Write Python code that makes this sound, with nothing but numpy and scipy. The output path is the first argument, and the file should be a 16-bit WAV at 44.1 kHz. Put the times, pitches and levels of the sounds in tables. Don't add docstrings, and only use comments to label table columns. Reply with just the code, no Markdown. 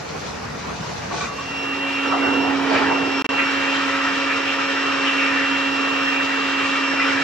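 import sys
import numpy as np
from scipy import signal
from scipy.fft import rfft, irfft
from scipy.io import wavfile
from scipy.ndimage import uniform_filter1d

SR = 44100
rng = np.random.default_rng(int(sys.argv[2]) if len(sys.argv) > 2 else 0)


def store_wav(level_fs):
    pcm = np.round(np.clip(np.atleast_2d(level_fs), -1, 1) * 32767)
    wavfile.write(sys.argv[1], SR, pcm.T.astype(np.int16))


N = 318843

# pitch_hz, level_db_per_hz
FIZZ = [(1470, -28), (2500, -5), (2750, -12), (3430, -10), (4430, -9), (6200, -10), (8300, -23.5),
        (10800, -99), (18300, -120)]
SPLASH = [(180, -46), (300, -6), (490, -3.5), (648, -7), (721, -4.5), (935, -6.5), (1360, -8),
          (3000, -19.5), (3900, -48), (6600, -120)]
DRUM = [(15, -48), (25, -29), (59, -7.5), (151, 1), (215, -4), (254, -4.5), (350, -24), (460, -42),
        (770, -120)]
RUSH = [(500, -51), (800, -22), (1000, -6), (1500, 1.5), (2000, 0.5), (2120, -7.5), (2300, 1), (2700, -5.5),
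        (3000, -7), (4000, -46), (6000, -100)]
HISS = [(1680, -30.5), (2850, -4), (2890, -7.5), (3120, -2), (3530, -8.5), (3950, -8.5), (4400, -13.5),
        (4790, -15), (5240, -13.5), (5650, -15), (5750, -16), (7940, -23), (8300, -29.5), (10800, -111),
        (18300, -120)]
ROAR = [(60, -34), (110, -30), (170, -9.5), (250, -1.5), (400, 7), (600, 1.5), (900, 5.5), (1300, -2.5),
        (2000, -30), (4000, -96)]
RUMBLE = [(15, -52), (25, -14), (46, -15), (102, 5.5), (145, 1.5), (184, 4), (230, -17), (300, -30),
          (510, -120)]
TREBLE = [(7500, -40), (9400, -25), (9900, 6.5), (12100, 0), (12700, -19), (14500, -6.5), (16000, -21)]
# pitch_hz, correlation
SPRAY_SAME = [(60, 0.88), (180, -0.72), (550, 0.086), (1650, 0.31), (4970, 0.266), (15000, -0.83)]
AIR_SAME = [(60, 0.94), (130, 0.78), (290, 0.95), (640, 0.48), (1410, 0.86), (3100, 0.49), (6820, 0.14),
            (15000, 0.92)]
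BASS_SAME = [(30, .85), (100, .93), (300, .9)]
# pitch_hz, left_minus_right_db
SPRAY_PAN = [(60, -4.5), (180, 4.5), (550, -2.5), (1650, 2), (4970, 0.5), (15000, -2)]
AIR_PAN = [(60, -13), (110, -2.5), (200, -4), (380, -6), (700, -3), (1290, -0.5), (2380, -1.5), (4400, 4),
           (8120, 2.5), (15000, -8)]
# pitch_hz, left_lead_rad
AIR_LEAD = [(100, -1.5), (600, 0.63), (2670, 0.61), (3880, 0.1), (5430, 1.2), (7000, -1.1), (8400, -3.5)]

# time_s, force_db
JET_FORCE = [(0, 0.5), (.2, 0), (.27, 3), (.34, -0.5), (1.06, 2.5), (1.095, 1), (1.125, 6.5), (1.245, 9.5),
             (1.31, 1.5), (1.42, 5), (1.7, -1)]
MAIN_HZ = 1135
# pitch_hz, width_hz, level_db
RIM_MODES = [(706, 60, -4), (870, 45, -3), (MAIN_HZ, 50, 0), (1490, 45, -1), (1955, 45, -9), (2370, 80, -4)]
# start_s, length_s, main_mode_db, other_modes_db, other_tilt_db_per_octave
SWEEPS = [(1.105, 0.09, -41, -4.5, -2), (1.2, .065, -36, -4, 4), (1.263, 0.1, -39, -22.5, 4),
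          (1.372, .06, -42, -22, 2.5)]
# start_s, main_mode_peak_db, other_modes_db, other_tilt_db_per_octave
SLUGS = [(1.110, -27, -8, -6), (1.123, -36, 1, -6), (1.141, -27.5, -5, -1), (1.163, -30, -9, -5),
         (1.18, -34, 5, -2), (1.207, -26, -1.5, 4), (1.222, -27, -6, 4), (1.237, -28, -7, 8),
         (1.252, -33, -4, 9), (1.272, -34, -15, 1), (1.292, -36, -15, 0), (1.316, -29, -18, 0),
         (1.384, -24.5, -21, 5), (1.408, -33, -19, 3), (1.444, -36, -14, 2)]

# time_s, shaft_hum_db, rush_db, roar_db
BLOWER = [(1.25, -56.5, -35, -45), (1.4, -40, -25, -41), (1.48, -41, -26.5, -26.5),
          (1.66, -32.5, -27.5, -30), (2.0, -29.5, -28, -32.5), (2.27, -23, -30, -24.5),
          (2.64, -23.5, -29.5, -28), (2.69, -23.5, -27.5, -26), (2.745, -24, -24, -22.5),
          (2.83, -24, -26.5, -24.5), (3.03, -25, -30, -26.5), (3.3, -29.5, -27.5, -31),
          (3.7, -28, -24, -32), (4.3, -29.5, -26, -33.5), (4.55, -31.5, -26.5, -32.5),
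          (5.26, -27, -24.5, -33), (5.75, -27.5, -26.5, -32), (6.35, -29, -26, -32.5),
          (6.76, -28.5, -24.5, -33), (6.9, -28, -27, -34), (6.985, -26.5, -27.5, -33),
          (7.01, -28, -25.5, -32), (7.08, -25.5, -23.5, -31.5), (7.23, -28, -26, -30)]
# pitch_hz, width_hz, gain_db
TUBE = [(1243, 280, 6), (1844, 64, 2), (2300, 190, 2), (1500, 120, -2), (949, 59, 5)]
TUBE_DEAD_SPOT = (2120, 90, -3)
NOZZLE = [(3210, 52, -3), (3930, 150, 1.5), (4303, 74, -2.5), (4740, 220, 3.5)]
# pitch_hz, width_hz, level_re_rush_db
EDDIES = [(956, 46, -18), (1203, 58, -14.5), (1297, 39, -14), (1795, 50, -15), (1897, 63, -17.5),
          (2346, 50, -16.5), (2460, 48, -19.5), (3125, 220, -14.5)]
# start_s, length_s, pitch_hz, width_hz, level_db
GUSTS = [(1.85, 0.265, 2580, 800, -32), (2.03, 0.055, 1300, 250, -30), (2.103, 0.075, 1200, 400, -21),
         (2.113, 0.087, 730, 140, -25), (2.15, 0.21, 2070, 200, -33), (2.2, 0.19, 1430, 250, -27),
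         (2.703, 0.039, 680, 250, -20.5), (2.755, 0.025, 560, 200, -21), (2.765, .03, 2500, 200, -26),
         (2.803, .025, 850, 200, -24), (2.735, 0.075, 1500, 600, -25), (2.735, 0.1, 2400, 1100, -25.5),
         (2.68, 0.25, 4500, 1400, -36), (2.82, 0.03, 1400, 200, -23.5), (2.84, .065, 1680, 200, -27),
         (2.905, 0.043, 850, 300, -21), (2.945, 0.043, 1300, 400, -25), (3.375, 0.067, 2100, 950, -19.5),
         (4.28, 0.08, 1800, 250, -24.5), (4.28, 0.09, 2440, 300, -26), (4.45, 0.085, 2750, 700, -26),
         (4.58, 0.09, 1300, 200, -26), (4.85, .08, 1300, 200, -25.5), (5.055, 0.078, 2840, 700, -22),
         (5.4, .04, 1900, 200, -27), (5.22, .07, 1800, 200, -27), (5.17, 0.19, 2460, 620, -24.5),
         (5.3, 0.28, 1820, 430, -25), (6.065, .05, 1860, 250, -24.5), (6.19, 0.042, 1830, 250, -24.5),
         (6.1, .12, 2470, 400, -29), (6.912, 0.024, 1720, 120, -22.5), (6.932, 0.02, 550, 350, -25),
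         (6.995, 0.048, 2040, 100, -23), (6.995, 0.075, 2430, 130, -24), (6.993, .022, 1400, 150, -23),
         (6.75, .06, 1250, 250, -28), (7.065, .05, 1480, 120, -26), (7.115, .04, 1470, 120, -23),
         (7.085, .05, 2170, 300, -25), (6.97, .22, 5200, 500, -39)]
# time_s, turns_hz
SHAFT = [(1.2, 274.8), (2.35, 274.9), (2.5, 274.5), (2.88, 273.9), (3.15, 273.5), (3.6, 273.9),
         (4.5, 274.15), (5.0, 273.8), (6.2, 273.5), (7.23, 273.6)]
# order, left_minus_right_db, left_lead_rad, wander_rad
ORDER_PLACES = [(1, -5.5, -.25, .06), (10, -2, -.9, .25), (2, 4, 1.1, .3), (20, 6, .5, .8)]
# time_s, level_db
WHINE = [(1.255, -52), (1.28, -43), (1.35, -41.5), (1.4, -38.5), (1.6, -30.5), (1.85, -29), (2.06, -27.5),
         (2.18, -33), (2.25, -25.5), (2.48, -28), (2.53, -36), (2.6, -52), (2.67, -37), (2.71, -41),
         (2.775, -32), (2.8, -40), (2.855, -39), (2.875, -31), (2.94, -26.5), (3.1, -31), (3.42, -26),
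         (3.58, -32.5), (3.63, -29.5), (3.89, -35), (4.05, -32.5), (4.4, -33), (4.48, -34), (4.56, -33.5),
         (4.89, -29.5), (4.96, -32.5), (5.07, -26.5), (5.25, -28.5), (5.3, -29), (5.51, -26.5),
         (6.07, -29.5), (6.12, -27), (6.36, -30), (6.7, -28.5), (7.05, -29), (7.23, -34)]
# time_s, level_db
SECOND = [(1.25, -65), (1.95, -39), (2.3, -45), (3.05, -46), (3.35, -38.5), (5.3, -38.5), (6.5, -42.5),
          (7.23, -36.5)]
# time_s, level_db
OVERTONE = [(1.3, -60), (1.43, -50), (1.52, -51), (1.62, -44.5), (1.87, -58), (1.96, -43), (2.04, -55),
            (2.075, -43), (2.13, -48), (2.21, -50), (2.25, -42), (2.31, -53), (2.335, -42), (2.38, -49),
            (2.43, -42), (2.5, -52), (2.54, -56), (2.565, -43), (2.7, -54), (2.84, -49), (2.94, -46),
            (3.0, -51), (3.18, -39.5), (3.3, -48), (3.42, -57), (3.46, -38), (3.52, -44), (3.58, -52),
            (3.89, -45), (4.05, -47.5), (4.4, -45.5), (4.5, -47.5), (4.9, -46), (5.3, -43.5), (5.51, -47.5),
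            (6.1, -45.5), (6.4, -57.5), (6.62, -54), (6.75, -44.5), (7.05, -45), (7.23, -50)]
# order, level_db
FAINT_ORDERS = [(5, -43), (8.5, -47)]

# delay_s, level_db
WALLS = [(.0043, -22), (.0078, -21), (.0131, -21), (.0187, -22), (.0262, -22), (.0355, -23), (.049, -25)]
# start_s, end_s
DROPOUTS = [(3.2227, 3.2438), (3.266, 3.2906)]

FIZZ_DB, SPLASH_DB, DRUM_DB = -41, -33.5, -36.5
SPLASH_FOLLOWS, DRUM_FOLLOWS = 0.34, 0.3
SPRAY_FULL_S, SPRAY_END_S = 1.0, 2.2
PUMP_HZ, PUMP_DEPTH = 100, 0.54
SLUG_RISE_S, SLUG_T60_S, SLUG_SPREAD_DB = .003, .065, 1.5
SLUG_DETUNE, SLUG_LEAD_RAD = .017, .35

HISS_DB, HISS_FOLLOWS = -32.5, 0.72
RUMBLE_DB, RUMBLE_FOLLOWS = -47.5, 0.93
TREBLE_DB = -64.5
EDDY_SWAY, EDDY_WANDER_DB, EDDY_SAME = .008, 2.5, .75
GUST_LEAN = .62
SECOND_WANDER_DB, WHINE_WANDER_DB, OVERTONE_WANDER_DB = 2, 0.05, 1.3
HUM_DIP_S, HUM_DIP_LENGTH_S, HUM_DIP_DB = 2.798, 0.0079, -14
DROPOUT_GAIN, EDGE_HZ = 0.0013, 16400


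def amp(db):
    return 10 ** (np.asarray(db) / 20)


def evened(x):
    return x / np.sqrt(np.mean(x ** 2) + 1e-20)


def read(points, hz):
    f, value = np.transpose(points)
    return np.interp(np.log(hz + 1), np.log(f + 1), value)


def curves(rows):
    s, *columns = np.transpose(rows)
    return [np.interp(np.arange(N) / SR, s, c) for c in columns]


def fade(start_s, end_s):
    return np.clip((np.arange(N) / SR - start_s) / (end_s - start_s), 0, 1)


def drift(top_hz, low_hz=0.308):
    t = np.arange(0, N + 64, 64) / SR
    slow = 0
    for f in np.geomspace(low_hz, top_hz, 40):
        slow = slow + np.sin(2 * np.pi * (f * t + rng.random())) / np.sqrt(f)
    return evened(np.interp(np.arange(N) / SR, t, slow))


def resonances(peaks, hz):
    return sum(gain_db / (1 + ((hz - f) / width) ** 2) for f, width, gain_db in peaks)


def noise(colour, same, pan, lead=((0, 0), (1, 0)), peaks=(), patchy_db=2., flicker_db=-6.0):
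    frames, hz = N // 128 + 5, np.fft.rfftfreq(512, 1 / SR)
    a, b, c, d, patches = rng.standard_normal((frames, 257, 5)).T
    patches = uniform_filter1d(patches, size=3, axis=0)
    patches = evened(uniform_filter1d(patches, size=20, axis=1))
    flicker = evened(uniform_filter1d(rng.standard_normal(frames), size=12))
    like = np.clip(read(same, hz), -1, 1)[:, None]
    left = a + 1j * b
    right = like * left + np.sqrt(1 - like ** 2) * (c + 1j * d)
    right = right * np.exp(-1j * read(lead, hz))[:, None]
    tilt = amp(read(pan, hz) / 2)[:, None]
    z = np.array([left * tilt, right / tilt]) * amp(patchy_db * patches + flicker_db * flicker)
    x = signal.istft(z, nperseg=512, noverlap=384)[1][:, :N]
    fine_hz = np.fft.rfftfreq(N, 1 / SR)
    x = irfft(rfft(x) * amp(read(colour, fine_hz) + resonances(peaks, fine_hz)), N)
    return x / np.sqrt(np.mean(x.mean(0) ** 2))


def bursts(rows, same, peaks=()):
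    out, hz = np.zeros((2, N)), np.fft.rfftfreq(16384, 1 / SR)
    colour = amp(resonances(peaks, hz))
    for start_s, length_s, centre_hz, width_hz, db in rows:
        a, b = rng.standard_normal((2, 16384))
        pair = np.array([a, same * a + np.sqrt(1 - same ** 2) * b])
        band = 1 / (1 + ((hz - centre_hz) / width_hz) ** 2) ** 2
        pair = irfft(rfft(pair) * colour * band)
        u = np.arange(16384) / SR / length_s
        swell = np.sin(np.pi * np.minimum(u, 1) ** GUST_LEAN)
        pair *= swell / np.sqrt(np.mean((pair * swell) ** 2) / np.mean(swell ** 2))
        part = out[:, round(start_s * SR):][:, :16384]
        part += amp(db) * pair[:, :part.shape[1]]
    return out


def treble():
    same, pan = [(8000, -.4), (15000, -.4)], [(8000, 0), (15000, 0)]
    return amp(TREBLE_DB) * noise(TREBLE, same, pan, patchy_db=3., flicker_db=1.)


def fizz(force_db):
    return amp(FIZZ_DB + force_db) * noise(FIZZ, SPRAY_SAME, SPRAY_PAN, patchy_db=2.0, flicker_db=1.0)


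def splash(force_db):
    level = amp(SPLASH_DB + SPLASH_FOLLOWS * force_db)
    return level * noise(SPLASH, SPRAY_SAME, SPRAY_PAN, patchy_db=2.0, flicker_db=1.0)


def drum(force_db):
    level = amp(DRUM_DB + DRUM_FOLLOWS * force_db)
    return level * noise(DRUM, BASS_SAME, SPRAY_PAN, patchy_db=-0.1, flicker_db=-1.1)


def spray():
    force_db = curves(JET_FORCE)[0]
    jet = fizz(force_db) + splash(force_db) + drum(force_db)
    return jet * fade(SPRAY_END_S, SPRAY_FULL_S) + rim() + slugs()


def other_modes(hz, offset_db):
    return (hz != MAIN_HZ) * offset_db


def rim():
    rows = []
    for start_s, length_s, db, other_db, tilt_db in SWEEPS:
        for hz, width_hz, mode_db in np.array(RIM_MODES):
            offset_db = other_db + tilt_db * np.log2(hz / MAIN_HZ)
            rows.append((start_s, length_s, hz, width_hz, db + mode_db + other_modes(hz, offset_db)))
    beat = np.cos(2 * np.pi * PUMP_HZ * np.arange(N) / SR)
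    return bursts(rows, 0.7) * (1 + PUMP_DEPTH * beat)


def slugs():
    out, t = np.zeros((2, N)), np.arange(6000) / SR
    hz, _, mode_db = np.transpose(RIM_MODES)[:, :, None]
    shape = (1 - np.exp(-t / SLUG_RISE_S)) * amp(-60 * t / SLUG_T60_S)
    for start_s, db, other_db, tilt_db in SLUGS:
        spread, detune, lead = rng.standard_normal((3, len(RIM_MODES), 1))
        offset_db = other_db + tilt_db * np.log2(hz / MAIN_HZ) + SLUG_SPREAD_DB * spread
        level = amp(db + mode_db + other_modes(hz, offset_db))
        for ear in (0, 1):
            phase = 2 * np.pi * hz * (start_s + t + SLUG_DETUNE * detune * t)
            ring = level * np.sin(phase + SLUG_LEAD_RAD * ear * lead)
            out[ear, round(start_s * SR):][:len(t)] += ring.sum(0) * shape / shape.max()
    return out


def rush(rush_db):
    return amp(rush_db) * noise(RUSH, AIR_SAME, AIR_PAN, AIR_LEAD, TUBE, patchy_db=1.5, flicker_db=0.8)


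def eddies(rush_db):
    out = np.zeros((2, N))
    for hz, width_hz, db in EDDIES:
        a, b, c, d = rng.standard_normal((4, N))
        left = a + 1j * b
        right = EDDY_SAME * left + np.sqrt(1 - EDDY_SAME ** 2) * (c + 1j * d)
        pole = np.exp(-np.pi * width_hz / SR)
        slow = signal.lfilter([1], np.poly([pole, pole]), np.array([left, right]))
        pitch_hz = hz * (1 + EDDY_SWAY * drift(3., .4))
        turn = np.exp(2j * np.pi * np.cumsum(pitch_hz) / SR)
        level = amp(db + rush_db + EDDY_WANDER_DB * drift(25., 1.5))
        out += level * evened((slow * turn).real)
    return out


def hiss(rush_db):
    level = amp(HISS_DB + HISS_FOLLOWS * (rush_db + 25))
    return level * noise(HISS, AIR_SAME, AIR_PAN, AIR_LEAD, NOZZLE, patchy_db=0.4, flicker_db=0.74)


def roar(roar_db):
    return amp(roar_db) * noise(ROAR, AIR_SAME, AIR_PAN, AIR_LEAD, patchy_db=0.62, flicker_db=0.82)


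def rumble(roar_db):
    level = amp(RUMBLE_DB + RUMBLE_FOLLOWS * (roar_db + 32))
    return level * noise(RUMBLE, BASS_SAME, SPRAY_PAN, patchy_db=-1.5, flicker_db=-2.0)


def air():
    _, rush_db, roar_db = curves(BLOWER)
    jet = rush(rush_db) + eddies(rush_db) + hiss(rush_db) + roar(roar_db) + rumble(roar_db)
    return jet * fade(1.23, 2.08) + gusts()


def motor():
    turn, out = 2 * np.pi * np.cumsum(curves(SHAFT)[0]) / SR, np.zeros((2, N))
    ear = np.array([[.5], [-.5]])
    dip = np.exp(-((np.arange(N) / SR - HUM_DIP_S) / HUM_DIP_LENGTH_S) ** 2)
    hum_db = curves(BLOWER)[0] + HUM_DIP_DB * dip
    whine_db = curves(WHINE)[0] + WHINE_WANDER_DB * drift(30., 6.)
    second_db = curves(SECOND)[0] + SECOND_WANDER_DB * drift(20.0, 2.5)
    overtone_db = curves(OVERTONE)[0] + OVERTONE_WANDER_DB * drift(6.6, 3.)
    levels_db = hum_db, whine_db, second_db, overtone_db
    for (order, pan_db, lead_rad, wander), db in zip(ORDER_PLACES, levels_db):
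        side_db = pan_db + 3.6 * wander * drift(2.3)
        ahead_rad = lead_rad + wander * drift(3.0)
        flutter_db = 1.2 * drift(60., 6.)
        pair = amp(ear * side_db) * np.exp(1j * ear * ahead_rad)
        pair /= np.maximum(abs(pair.mean(0)), .6)
        out += np.sqrt(2) * amp(db + flutter_db) * (pair * np.exp(1j * np.round(order) * turn)).real
    for order, db in FAINT_ORDERS:
        level = np.sqrt(2) * amp(db + 1.8 * drift(22.0))
        out += level * np.cos(order * turn + ear * drift(4.3)) * fade(1.74, 2.0)
    return out * fade(1.24, 1.241)


def gusts():
    return bursts(GUSTS, 0.5, list(TUBE) + [TUBE_DEAD_SPOT])


def yard(x):
    taps = np.zeros((2, 4096))
    taps[:, 0] = 1
    for k, (delay_s, db) in enumerate(WALLS):
        late = np.array([k % 2, 1 - k % 2]) * 3
        taps[[0, 1], round(delay_s * SR) + late] = amp(db) * (-1) ** k
    return signal.oaconvolve(x, taps / np.linalg.norm(taps[0]), axes=1)[:, :N]


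def scene():
    return treble() + yard(spray() + air()) + motor()


def record(dry):
    t, on = np.arange(N) / SR, np.ones(N)
    for start_s, end_s in DROPOUTS:
        on[(t > start_s) & (t < end_s)] = DROPOUT_GAIN
    lowpass = signal.firwin(511, EDGE_HZ, window=("kaiser", 9), fs=SR)
    return signal.oaconvolve(dry * on, lowpass[None], "same")


dry = scene()
out = record(dry)
store_wav(out)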